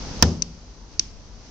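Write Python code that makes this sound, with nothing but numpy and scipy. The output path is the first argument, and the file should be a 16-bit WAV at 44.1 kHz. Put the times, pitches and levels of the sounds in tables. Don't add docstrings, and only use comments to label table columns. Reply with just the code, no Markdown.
import sys
import numpy as np
from scipy import signal
from scipy.fft import rfft, irfft
from scipy.io import wavfile

SR = 44100
rng = np.random.default_rng(int(sys.argv[2]) if len(sys.argv) > 2 else 0)


def bounce(signal):
    frames = np.transpose(np.atleast_2d(signal))
    limited = np.clip(frames, -1, 1)
    pcm = np.round(limited * 32767).astype(np.int16)
    wavfile.write(sys.argv[1], SR, pcm)


N = 66150
TIME = np.arange(N) / SR

# (time [s], snap level [dB], left over right [dB], room level [dB], knock level [dB])
FIRINGS = [(0.2245, 4, -5, -29, 5), (0.4212, -7.5, 6, -44, 0.5), (0.994, -2, -1, -38.5, 1.5)]
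# (pitch [Hz], level [dB], time to fade by 60 dB [s])
LEFT_PORT_NOTES = [(1500, -29.5, 0.0023), (2590, -19, 0.0068), (4450, -7, 0.0043), (5556, 3, 0.0035),
                   (6150, 1.5, 0.0085), (7290, -15, 0.0066)]
RIGHT_PORT_NOTES = [(1450, -42, 0.0017), (2460, -15.5, 0.0035), (2940, -13.5, .004), (3750, -9.5, .005),
                    (4583, -2, 0.0045), (5190, -0.5, 0.0093), (5950, -9, 0.018)]
# (delay [s], level [dB])
ECHOES = [(0, -1), (.0013, 0.5), (.00273, -10), (.0036, -14.5), (.0051, -11)]
# (pitch [Hz], level [dB], fade time [s])
BENCH_NOTES = [(173, -44, 0.21), (314, -36.5, 0.065), (595, -46, 0.013), (1300, -43, .012),
               (1623, -39.5, .012)]
# (frequency [Hz], relative level [dB])
TAIL_COLOUR = [(300, -2), (1000, -29), (2000, -15.5), (3000, -11.5), (4000, -12.5), (5200, -2),
               (6200, -6.5), (6900, -15), (8100, -24), (8700, -45)]

def sparks():
    soften = signal.butter(2, 7800, fs=SR, output="sos")
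    out = 0
    for start, snap_db, pan_db, room_db, knock_db in FIRINGS:
        left = ring(start, LEFT_PORT_NOTES, alternate=True)
        right = ring(start, RIGHT_PORT_NOTES, alternate=True)
        pulse = signal.sosfilt(soften, [left, right])
        snap = sum(from_db(db) * delayed(pulse, delay) for delay, db in ECHOES)
        knock = from_db(knock_db) * ring(start, BENCH_NOTES)
        tail = from_db(room_db) * rise_and_fade(start, rise_s=0.00084, fade_s=0.47) * noise(TAIL_COLOUR)
        out = out + from_db(snap_db) * pan(pan_db) * snap + knock + tail
    return out


# (pitch [Hz], level [dB], fade time [s])
CRACK_NOTES = [(186, -8, 0.049), (972, -17, 0.035), (1409, -14.5, 0.036), (1777, -17, 0.05),
               (2533, -6.5, 0.011), (3280, -14.5, 0.014)]
ROOM_NOTES = [(80.4, -9.5, 0.32), (101.1, -14.5, .3), (157, -21, 0.51), (168.1, -24, 0.73),
              (208.6, -21, 0.47), (239, -23.5, 0.66), (377.7, -31.5, 0.52), (475.6, -31.5, 0.37),
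              (571, -34.5, 0.49), (780, -36.5, .35), (951, -33.5, 0.11)]
# (frequency [Hz], relative level [dB])
BURST_COLOUR = [(130, -14), (220, -5.5), (450, -1.5), (650, -4.5), (950, 0.5), (1150, -9), (1500, -3),
                (2500, -12.5), (4000, -9), (8000, -25)]
BOOM_COLOUR = [(60, -30.5), (100, -7.5), (200, 1), (300, -5), (500, -11), (900, -20.5), (1300, -23.5),
               (2500, -40.5)]

def pop(start=0.2249, build_up_s=0.0035, low_cut_hz=63.7):
    crack = ring(start, CRACK_NOTES, alternate=True)
    burst = from_db(-7.5) * rise_and_fade(start, rise_s=0.00069, fade_s=0.041) * noise(BURST_COLOUR)
    boom = from_db(-21.5) * rise_and_fade(start, rise_s=0.0016, fade_s=0.52) * noise(BOOM_COLOUR)
    build_up = 1 - np.exp(-np.maximum(TIME - start, 0) / build_up_s)
    room_ring = pan(db=2.1) * build_up * ring(start, ROOM_NOTES)
    low_cut = signal.butter(4, low_cut_hz, "high", fs=SR, output="sos")
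    return signal.sosfilt(low_cut, crack + burst + boom + room_ring)


# (frequency [Hz], relative level [dB])
RUMBLE_COLOUR = [(20, -15), (32, -13.5), (46, -2), (65, -14.5), (100, -19.5), (200, -42.5)]
ROOM_COLOUR = [(60, -4.5), (100, 2), (160, -1), (240, -2), (320, -7.5), (420, -8.5), (600, -11.5),
               (1000, -13.5), (2000, -29)]
HISS_COLOUR = [(500, -18.5), (1400, -4.5), (2500, -5), (3600, -5.5), (5000, 1.5), (6100, 0), (7000, -10.5),
               (8100, -22.5), (8700, -49.5)]
# (time [s], level [dB])
RUMBLE_DRIFT = [(0, -50.5), (.2, -47), (.4, -39), (.75, -47), (1.1, -41), (1.5, -44.5)]
HISS_DRIFT = [(0, -53), (.22, -53), (.62, -52.5), (.87, -54.5), (.94, -50.5), (1.02, -54), (1.39, -53),
              (1.47, -49.5), (1.5, -51.5)]

def background():
    rumble = from_db(np.interp(TIME, *np.transpose(RUMBLE_DRIFT))) * noise(RUMBLE_COLOUR)
    hiss = from_db(np.interp(TIME, *np.transpose(HISS_DRIFT))) * noise(HISS_COLOUR)
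    murmur = from_db(-49.5) * noise(ROOM_COLOUR)
    return rumble + murmur + hiss


def far_tone(start=0.76, length_s=0.14, hz=990, width_hz=260):
    swell = np.sin(np.pi * np.clip((TIME - start) / length_s, 0, 1))
    colour = [(hz - width_hz, -20), (hz, 0), (hz + width_hz, -20), (2 * hz, -50)]
    return from_db(-57) * swell * noise(colour)


# (frequency [Hz], likeness [1 = the same, 0 = unrelated])
STEREO_LIKENESS = [(60, 0.9), (250, .9), (470, .82), (800, 0.57), (1400, 0.5), (2300, 0.025), (6000, 0.16)]
# (frequency [Hz], left over right [dB])
STEREO_BALANCE = [(80, 2.5), (300, 0), (1300, 1.5), (2300, -2), (3800, -4.5), (4800, -6), (6200, 11.5),
                  (7500, 1.5)]

def noise(colour):
    hz = np.fft.rfftfreq(N, 1 / SR)
    shared, opposed = rfft(rng.standard_normal((2, N)))
    alike = at_hz(STEREO_LIKENESS, hz)
    stereo = np.sqrt(1 + alike) * shared + np.sqrt(1 - alike) * opposed * np.array([[1], [-1]])
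    bass_fade = hz / (hz + colour[0][0] / 2)
    treble_fade = 1 / (1 + (hz / (2 * colour[-1][0])) ** 2)
    shape = from_db(at_hz(colour, hz)) * bass_fade * treble_fade
    out = irfft(stereo * shape * pan(at_hz(STEREO_BALANCE, hz)), N)
    return out / np.sqrt(np.mean(out ** 2))


def ring(start, notes, alternate=False):
    age = np.maximum(TIME - start, 0)
    out = 0
    for k, (hz, db, fade_s) in enumerate(notes):
        sign = (-1) ** k if alternate else 1
        fade = np.exp(-np.log(1000) * age / fade_s)
        out = out + sign * from_db(db) * np.sin(2 * np.pi * hz * age) * fade
    return out


def rise_and_fade(start, rise_s, fade_s):
    age = np.maximum(TIME - start, 0)
    return (1 - np.exp(-age / rise_s)) * np.exp(-np.log(1000) * age / fade_s)


def delayed(stereo, seconds):
    return np.array([np.interp(TIME - seconds, TIME, channel) for channel in stereo])


def from_db(db):
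    return 10 ** (np.asarray(db) / 20)


def at_hz(table, hz):
    row_hz, value = np.transpose(table)
    return np.interp(np.log(hz + 1e-9), np.log(row_hz), value)


def pan(db):
    return from_db(np.array([[.5], [-.5]]) * db)


def scene():
    return sparks() + pop() + background() + far_tone()


def gain_control(sound, boost_db=13, threshold_db=-22, react_s=0.00068, recover_db_per_s=3.5):
    peak_db = 20 * np.log10(np.abs(sound).max(axis=0) + 1e-9)
    recovery_db = recover_db_per_s * TIME
    held_db = np.maximum.accumulate(peak_db + recovery_db) - recovery_db
    wanted_cut_db = np.clip(held_db - threshold_db, 0, boost_db)
    lag = np.exp(-1 / (react_s * SR))
    cut_db = signal.lfilter([1 - lag], [1, -lag], wanted_cut_db)
    return sound * from_db(boost_db - cut_db)


def record(dry):
    mic_top_hz, round_off_hz, top_cut_hz = 8450, 12500, 15500
    heard = signal.sosfilt(signal.ellip(8, .3, 80, mic_top_hz, fs=SR, output="sos"), dry)
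    clipped = np.clip(gain_control(heard), -1, 1)
    rounded = signal.sosfilt(signal.butter(1, round_off_hz, fs=SR, output="sos"), clipped)
    return signal.sosfilt(signal.butter(16, top_cut_hz, fs=SR, output="sos"), rounded)


dry = scene()
out = record(dry)
bounce(out)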